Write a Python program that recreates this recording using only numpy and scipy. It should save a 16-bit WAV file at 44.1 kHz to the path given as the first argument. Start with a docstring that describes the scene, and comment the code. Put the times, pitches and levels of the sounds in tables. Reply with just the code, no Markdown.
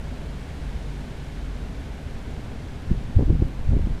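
"""Larvae in a bin

A mass of larvae churns through damp food waste: countless tiny clicks merge into a steady hiss.
Behind it lie an outdoor rumble and the low hum of a distant motor. Near the end, puffs of air
buffet the moving hand-held microphone with dull thumps, and the waste gives two faint ticks."""
import sys
import numpy as np
from scipy import signal
from scipy.fft import rfft, irfft
from scipy.io import wavfile
from scipy.ndimage import uniform_filter1d

SR = 44100
rng = np.random.default_rng(int(sys.argv[2]) if len(sys.argv) > 2 else 0)


def bounce(signal):
    """Save signal as a 16-bit WAV file at the path given by the first command-line argument."""
    frames = np.transpose(np.atleast_2d(signal))
    limited = np.clip(frames, -1, 1)
    pcm = np.round(limited * 32767).astype(np.int16)
    wavfile.write(sys.argv[1], SR, pcm)


N = 176400


def undb(db):
    """Decibels to gain."""
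    return 10 ** (np.asarray(db) / 20)


def unit(x):
    """Scale to rms 1."""
    return x / np.sqrt(np.mean(x ** 2))


def curve(rows, t):
    """Gain along rows of (s, dB)."""
    return undb(np.interp(t, *np.array(rows).T))


def shape(x, gain):
    """Filter by a gain that is a function of Hz."""
    hz = np.maximum(np.fft.rfftfreq(len(x), 1 / SR), 1)
    return irfft(rfft(x) * gain(hz), len(x))


def colour(x, points):
    """Filter by (Hz, dB) points, then scale to rms 1."""
    hz, db = np.array(points).T
    return unit(shape(x, lambda f: undb(np.interp(np.log(f), np.log(hz), db))))


def drift(rate_hz):
    """Smooth random drift, rms 1."""
    hold = int(SR / rate_hz)
    steps = np.repeat(rng.standard_normal(N // hold + 1), hold)
    return unit(uniform_filter1d(uniform_filter1d(steps, hold), hold)[:N])


def larvae(t):
    """Near larvae make dense wet clicks of uneven size; those deeper in the heap blur into a wash."""
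    # Each row: frequency in Hz, relative spectral density in dB.
    hiss_spectrum = [(500, -10), (900, -8), (1270, -5.5), (1480, -0.1), (1680, -0.4), (1900, -3),
                     (2150, -1.6), (2500, -4.5), (3100, -5.5), (4000, -8.5), (5000, -12.5), (7300, -16.5),
                     (9700, -21), (12000, -27.5), (14000, -32)]
    # The microphone moves over the bin. Each row: time in seconds, relative level in dB.
    hiss_levels = [(0, -50.5), (.7, -49.5), (1.1, -50), (1.6, -50.3), (2.4, -50.5), (3.15, -51), (3.4, -52),
                   (4, -51)]
    clicks_per_s, spread_db, wash_db, gain_db = 12000, 2, 1, .5
    treble_hz, treble_db_per_s = 4000, -.4
    onsets = rng.random(N) < clicks_per_s / SR
    sizes = undb(spread_db * np.minimum(rng.exponential(size=N), 6))
    clicks = unit(onsets * sizes * rng.choice([-1, 1], N))
    wash = undb(wash_db) * rng.standard_normal(N)
    hiss = colour(clicks + wash, hiss_spectrum)
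    # The treble flickers, and fades as the microphone draws back.
    treble = shape(hiss, lambda f: f ** 2 / (f ** 2 + treble_hz ** 2))
    treble_gain = undb(treble_db_per_s * (t - t.mean()) + .22 * drift(rate_hz=21))
    hiss = hiss - treble + treble * treble_gain
    return hiss * curve(hiss_levels, t) * undb(gain_db)


def outdoor_rumble():
    """Low, gently wavering noise."""
    # Each row: frequency in Hz, relative spectral density in dB.
    rumble_spectrum = [(10, 2.5), (35, 0), (55, 3), (72, 5.5), (97, -3), (115, -3.5), (145, -1), (190, -7),
                       (270, -6.5), (320, -15), (430, -15), (600, -18), (780, -19.5), (1100, -25.5),
                       (2000, -38.5), (6000, -55)]
    level_db, waver_db = -33.5, .5
    rumble = colour(rng.standard_normal(N), rumble_spectrum)
    return rumble * undb(level_db + waver_db * drift(rate_hz=5.88))


def motor(t):
    """A deep drone that swells and fades, with three unsteady tones above it."""
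    # Each row: time in seconds, level in dB.
    drone_levels = [(0, -39), (.3, -35), (.47, -46), (.62, -34), (1.0, -34), (1.16, -48), (1.3, -33),
                    (1.62, -32), (1.8, -48), (2.1, -39), (2.38, -37), (2.55, -48), (2.8, -41)]
    # Each row: frequency in Hz, level in dB, pitch wander as a fraction.
    hum_tones = [(69, -44, .03), (143.2, -48.5, 0.0083), (403, -58, .008)]

    def tone(hz, wander):
        pitch_hz = hz * (1 + wander * drift(rate_hz=14))
        return np.sqrt(2) * np.sin(2 * np.pi * np.cumsum(pitch_hz) / SR)

    drone = tone(hz=46.36, wander=.0087) * curve(drone_levels, t)
    hum = sum(tone(hz, wander) * undb(db + 1.5 * drift(rate_hz=4.96)) for hz, db, wander in hum_tones)
    return drone + hum


def air_puffs(t):
    """Pressure builds, flips as each vortex passes the microphone port, and relaxes; eddies ride on it."""
    # Each row: centre in seconds, half length in seconds, relative level in dB, upper edge in Hz.
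    puffs = [ (2.880, .012, -27, 110), (2.916, .015, -12.5, 240), (2.975, 0.0093, -20, 110),
             (3.014, 0.0078, -25.5, 230), (3.052, 0.018, -23.5, 109), (3.100, 0.021, -29, 150),
             (3.17, 0.0084, -4.5, 111), (3.194, 0.0094, -13, 520), (3.209, .004, -14.5, 700),
             (3.226, 0.0077, -12.5, 405), (3.254, 0.011, -15, 60), (3.281, 0.0069, -18, 300),
             (3.304, 0.0093, -8, 390), (3.313, .007, -16.5, 220), (3.328, .009, -12.5, 240),
             (3.353, 0.013, -15, 258), (3.400, 0.015, -17.5, 170), (3.425, 0.0068, -10, 417),
             (3.456, 0.013, -17, 130), (3.505, 0.013, -31, 130), (3.611, 0.017, -23, 103),
             (3.678, 0.011, -15.5, 80), (3.692, 0.013, -12.5, 141), (3.720, 0.016, -11.5, 171),
             (3.733, 0.01, -17.5, 650), (3.754, 0.0075, -7.5, 55), (3.768, 0.012, -12, 320),
             (3.795, .004, -23, 590), (3.808, 0.025, -16.5, 90), (3.847, .011, -14, 140),
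             (3.872, 0.0089, -17.5, 280), (3.908, 0.014, -21, 220), (3.932, 0.017, -17, 68.6)]
    gain_db, eddy_db, eddy_hz = -2.5, -6, 130
    low_cut_hz, edge_order = 9.5, 3.16
    size = 2 ** 14
    local_s = (np.arange(size) - size // 2) / SR
    out = np.zeros(N)
    for centre_s, half_s, db, edge_hz in puffs:
        port = lambda f: f / np.hypot(f, low_cut_hz) / np.hypot(1, (f / edge_hz) ** edge_order)
        vortex = np.sign(local_s) * np.exp(-np.abs(local_s) / half_s)
        eddies = shape(rng.standard_normal(size), lambda f: 1 / np.hypot(1, f / eddy_hz))
        swell = np.exp(-.5 * (local_s / half_s) ** 2)
        puff = unit(shape(vortex, port)) + undb(eddy_db) * unit(shape(eddies * swell, port))
        puff = unit(puff) * np.sqrt(np.mean(swell ** 2)) * undb(db + gain_db)
        out += np.interp(t - centre_s, local_s, puff, left=0, right=0)
    return out


def waste_ticks(t):
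    """Two faint, crisp snaps in the waste."""
    # Each row: start in seconds, level in dB.
    ticks = [(3.1645, -54), (3.4828, -57)]
    centre_hz, half_width_hz, decay_s = 10000, 3000, .0012
    band = lambda f: 1 / (1 + ((f - centre_hz) / half_width_hz) ** 2)
    noise = unit(shape(rng.standard_normal(N), band))
    envelope = sum(undb(db) * (t >= at_s) * np.exp(-np.abs(t - at_s) / decay_s) for at_s, db in ticks)
    return noise * envelope


def scene():
    """All sources at one microphone."""
    t = np.arange(N) / SR
    return (larvae(t) + outdoor_rumble() + motor(t) + air_puffs(t) + waste_ticks(t))[None]


def record(dry):
    """The recorder cuts the top steeply."""
    cutoff_hz = 14230
    return signal.sosfilt(signal.ellip(12, .1, 80, cutoff_hz, fs=SR, output="sos"), dry)


dry = scene()
out = record(dry)
bounce(out)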